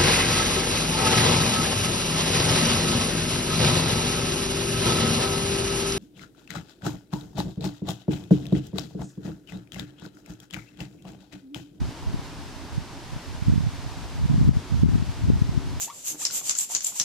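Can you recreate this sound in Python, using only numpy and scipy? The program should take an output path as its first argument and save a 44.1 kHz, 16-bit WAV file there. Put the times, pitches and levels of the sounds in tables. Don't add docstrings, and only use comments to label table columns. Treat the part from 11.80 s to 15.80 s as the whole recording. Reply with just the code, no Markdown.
import sys
import numpy as np
from scipy import signal
from scipy.fft import rfft, irfft
from scipy.io import wavfile
from scipy.ndimage import uniform_filter1d, minimum_filter1d

SR = 44100
rng = np.random.default_rng(int(sys.argv[2]) if len(sys.argv) > 2 else 0)


def pcm_store(signal):
    levels = np.round(np.clip(np.atleast_2d(signal), -1, 1) * 32767)
    wavfile.write(sys.argv[1], SR, levels.astype(np.int16).T)


N = 176400
T = np.arange(N) / SR
SIDES = np.array([[1], [-1]])


def undb(db):
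    return 10 ** (np.asarray(db) / 20)


def unit_rms(x):
    return x / np.sqrt(np.mean(x ** 2))


def equalise(x, curve):
    hz, db = np.array(curve, float).T
    bin_hz = np.maximum(np.arange(N // 2 + 1) * SR / N, 1)
    gain_db = np.interp(np.log(bin_hz), np.log(hz), db)
    return irfft(rfft(x) * undb(gain_db), N)


def wander(rate_hz):
    hold = int(SR / rate_hz)
    steps = np.repeat(rng.standard_normal(400), hold)[:N]
    return 1.3 * uniform_filter1d(uniform_filter1d(steps, hold), hold)


def wide_noise(spectrum, width):
    mid, side = (unit_rms(equalise(rng.standard_normal(N), spectrum)) for _ in range(2))
    return mid + equalise(side, width) * SIDES


# start in seconds, hold in seconds, level in dB,
# left minus right in dB.
WIND_GUSTS = [(0.01, 0.08, -30, -2.5), (0.265, 0.045, -30.5, -9), (0.345, 0.025, -35, 5),
              (0.93, 0.084, -34, -3.5), (1.334, 0.03, -35.5, -10), (1.486, 0.097, -39, -10),
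              (1.68, 0.051, -22, 1), (1.762, 0.13, -28.5, -5), (1.934, 0.16, -38.5, -4.5),
              (2.202, 0.11, -38.5, 3), (2.37, 0.04, -28.5, -2), (2.426, 0.037, -24, -2),
              (2.515, 0.12, -20.5, 2), (2.649, 0.068, -20, 6.5), (2.735, 0.053, -27, 1),
              (2.932, 0.035, -30, -19), (2.988, 0.036, -25.5, -4), (3.028, 0.12, -21.5, 8),
              (3.172, 0.04, -24, 7), (3.276, 0.026, -28.5, 8), (3.34, 0.089, -36.5, -1),
              (3.438, 0.083, -22.5, 5), (3.527, 0.055, -23, 2.5), (3.603, 0.12, -30, 3),
              (3.718, 0.071, -37.5, 19), (3.848, 0.13, -32.5, 3)]


def airflow(side, attack_s=0.021, release_s=0.012, breeze_db=-50.5, swing_db=7.5):
    power = undb(breeze_db + swing_db * wander(rate_hz=11)) ** 2
    for start, hold, db, pan_db in WIND_GUSTS:
        rise = np.minimum(T - start, 0) / attack_s
        fall = np.maximum(T - start - hold, 0) / release_s
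        power += (np.exp(rise - fall) * undb(db + side * pan_db / 2)) ** 2
    return np.sqrt(power)


def eddies(rows, swing=5.18, skew_rad=0.018):
    pressure = np.zeros(N)
    for time, db, hz in rows:
        near = slice(max(int((time - 2 / hz) * SR), 0), max(int((time + 2 / hz) * SR), 0))
        cycles = hz * (T[near] - time)
        angle = np.arctan(2 * np.pi * cycles / swing)
        dip = np.cos(angle) ** (swing + 1) * np.cos((swing + 1) * angle + skew_rad)
        taper = np.cos(np.pi * cycles / 4)
        pressure[near] -= undb(db) * dip * taper
    return pressure


def turbulence(side, count=1400, strong_wind_db=-14, strong_wind_hz=124.7):
    flow = airflow(side)
    scatter_db, detune = rng.standard_normal((count, 2)).T
    slots = np.arange(count) + rng.uniform(0, 10.175, count)
    arrivals = (slots * N / count).astype(int) % N
    octaves = 0.026 * (20 * np.log10(flow[arrivals]) - strong_wind_db) + 0.36 * detune
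    stream = eddies(zip(arrivals / SR, scatter_db, strong_wind_hz * 2 ** octaves))
    running_rms = np.sqrt(uniform_filter1d(stream ** 2, SR // 10) + 1e-9)
    return flow * stream / running_rms


# time in seconds, peak in dB before EQ,
# centre frequency in Hz.
LEFT_THUMPS = [(.021, -16, 144), (.344, -12.5, 168), (.395, -20.5, 126), (1.365, -20, 140),
               (1.55, -23, 121), (1.685, -14, 106), (2.582, -6.5, 123), (2.692, 2, 171), (2.698, -25, 191),
               (2.77, -8, 126), (3.029, -17, 108), (3.048, -2, 137), (3.061, -1, 154), (3.089, -7.5, 190),
               (3.135, -11, 146), (3.157, -6, 170), (3.225, -9.5, 135), (3.443, -10, 106),
               (3.502, -0.5, 197), (3.621, -4, 131), (3.777, -7, 127)]
RIGHT_THUMPS = [(.018, -14, 157), (.026, -21, 141), (.275, -16.5, 115), (.768, -34, 110),
                (.981, -10.5, 120), (1.625, -12.5, 120), (1.684, -4, 148), (1.698, -6, 167),
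                (1.725, -10, 150), (1.738, -8, 188), (1.76, -8.5, 146), (1.78, -7.5, 138),
                (1.807, -10, 118), (1.841, -14, 110), (1.871, -13, 120), (2.065, -23, 106),
                (2.39, -22, 110), (2.458, -11, 132), (2.501, -7, 141), (2.514, -9.5, 171), (2.543, -9, 151),
                (2.582, -7, 118), (2.614, -5.5, 167), (2.677, -5, 158), (2.925, -13.5, 128),
                (2.946, -9, 112), (2.999, -9, 99), (3.035, 4.5, 177), (3.487, -9, 135), (3.536, -11, 133),
                (3.694, -10, 130)]
# frequency
# in Hz, gain in dB.
WIND_TONE = [(15, -19), (30, 3), (55, 2.5), (80, 3.2), (120, -0.5), (149, 2.5), (175, -2), (230, 1),
             (320, -2.5), (600, 9), (1500, 33)]


def buffeting(crossfeed=0.41):
    left = turbulence(side=1) + eddies(LEFT_THUMPS)
    right = turbulence(side=-1) + eddies(RIGHT_THUMPS)
    wind = equalise(np.array([left, right]), WIND_TONE)
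    return wind - crossfeed * wind[::-1]


# frequency in Hz, relative level in dB.
LEAF_TONE = [(710, -11), (1200, 1.5), (1410, -0.5), (1690, 0), (1920, -1.5), (2570, -3), (2800, -3),
             (5090, -5), (8880, -15), (15500, -29)]
# frequency in Hz, side minus mid in dB.
LEAF_WIDTH = [(1300, -5), (2400, -5), (4400, -6), (6300, -2.5), (8100, -.5), (10500, 1.5), (15000, 1)]
# time in seconds, gain in dB.
LEAF_SWELL = [(0, -0.8), (1.0, -0.36), (1.6, 0), (2.1, 1.4), (2.55, 0.5), (2.8, 0.2), (3.3, 0.5), (4, 0)]


def foliage(gain_db=-47, flicker_db=0.42, low_cut_hz=1250, pan_db=0.35):
    hiss = wide_noise(LEAF_TONE, LEAF_WIDTH) * undb(gain_db + flicker_db * wander(rate_hz=24))
    low_cut = signal.butter(2, low_cut_hz, "high", fs=SR, output="sos")
    swell_db = np.interp(T, *np.array(LEAF_SWELL).T)
    return signal.sosfilt(low_cut, hiss) * undb(swell_db + SIDES * pan_db / 2)


# frequency in Hz,
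# relative level in dB.
WASH_TONE = [(30, -8.5), (70, -4), (110, 0), (165, 1), (208, -6), (250, -1), (282, -4), (320, -9.5),
             (365, -12.5), (420, -8), (510, -12.5), (640, -9), (710, -9.5), (780, -9.5), (850, -10.5),
             (888, -6), (920, -9), (990, -8.5), (1120, -13), (1600, -19), (3000, -52.5)]
HUM_TONE = [(200, -16), (250, -4.5), (280, 4.5), (320, -3.5), (365, -1), (430, -15.5), (520, -47),
            (900, -59)]
# frequency in Hz, side minus mid in dB.
DRONE_WIDTH = [(100, -14.5), (200, -23), (380, -10), (700, -9.5), (1300, -11.5)]
# time in seconds, gain in dB.
HUM_SWELL = [(0, -46), (.6, -49), (1.2, -48), (1.8, -52.5), (2.4, -50.5), (3.2, -47), (3.6, -43),
             (3.85, -40.5), (4, -52.5)]


def drone(wash_db=-42.5, drift_db=0.5, pan_db=0.8):
    wash = wide_noise(WASH_TONE, DRONE_WIDTH) * undb(wash_db + drift_db * wander(rate_hz=5.38))
    swell_db = np.interp(T, *np.array(HUM_SWELL).T)
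    hum = wide_noise(HUM_TONE, DRONE_WIDTH) * undb(swell_db)
    return (wash + hum) * undb(SIDES * pan_db / 2)


def scene():
    return buffeting() + foliage() + drone()


def limiter(x, ceiling_db=-0.6, attack_s=0.0023, hold_s=0.041, release_s=0.011):
    peak_db = 20 * np.log10(np.abs(x).max(axis=0) + 1e-9)
    duck_db = np.minimum(ceiling_db - peak_db, 0)
    attack, hold = int(attack_s * SR), int(hold_s * SR) // 2 * 2 + 1
    held_db = minimum_filter1d(duck_db, hold, origin=hold // 2 - attack)
    decay = np.exp(-1 / (release_s * SR))
    gain_db = np.minimum(held_db, signal.lfilter([1 - decay], [1, -decay], held_db))
    for _ in range(2):
        gain_db = uniform_filter1d(gain_db, attack)
    return x * undb(gain_db)


def record(dry, fade_in_s=0.004, high_cut_hz=15400):
    limited = limiter(dry) * np.minimum(T / fade_in_s, 1)
    high_cut = signal.ellip(12, 0.2, 80, high_cut_hz, fs=SR, output="sos")
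    return signal.sosfilt(high_cut, limited)


dry = scene()
out = record(dry)
pcm_store(out)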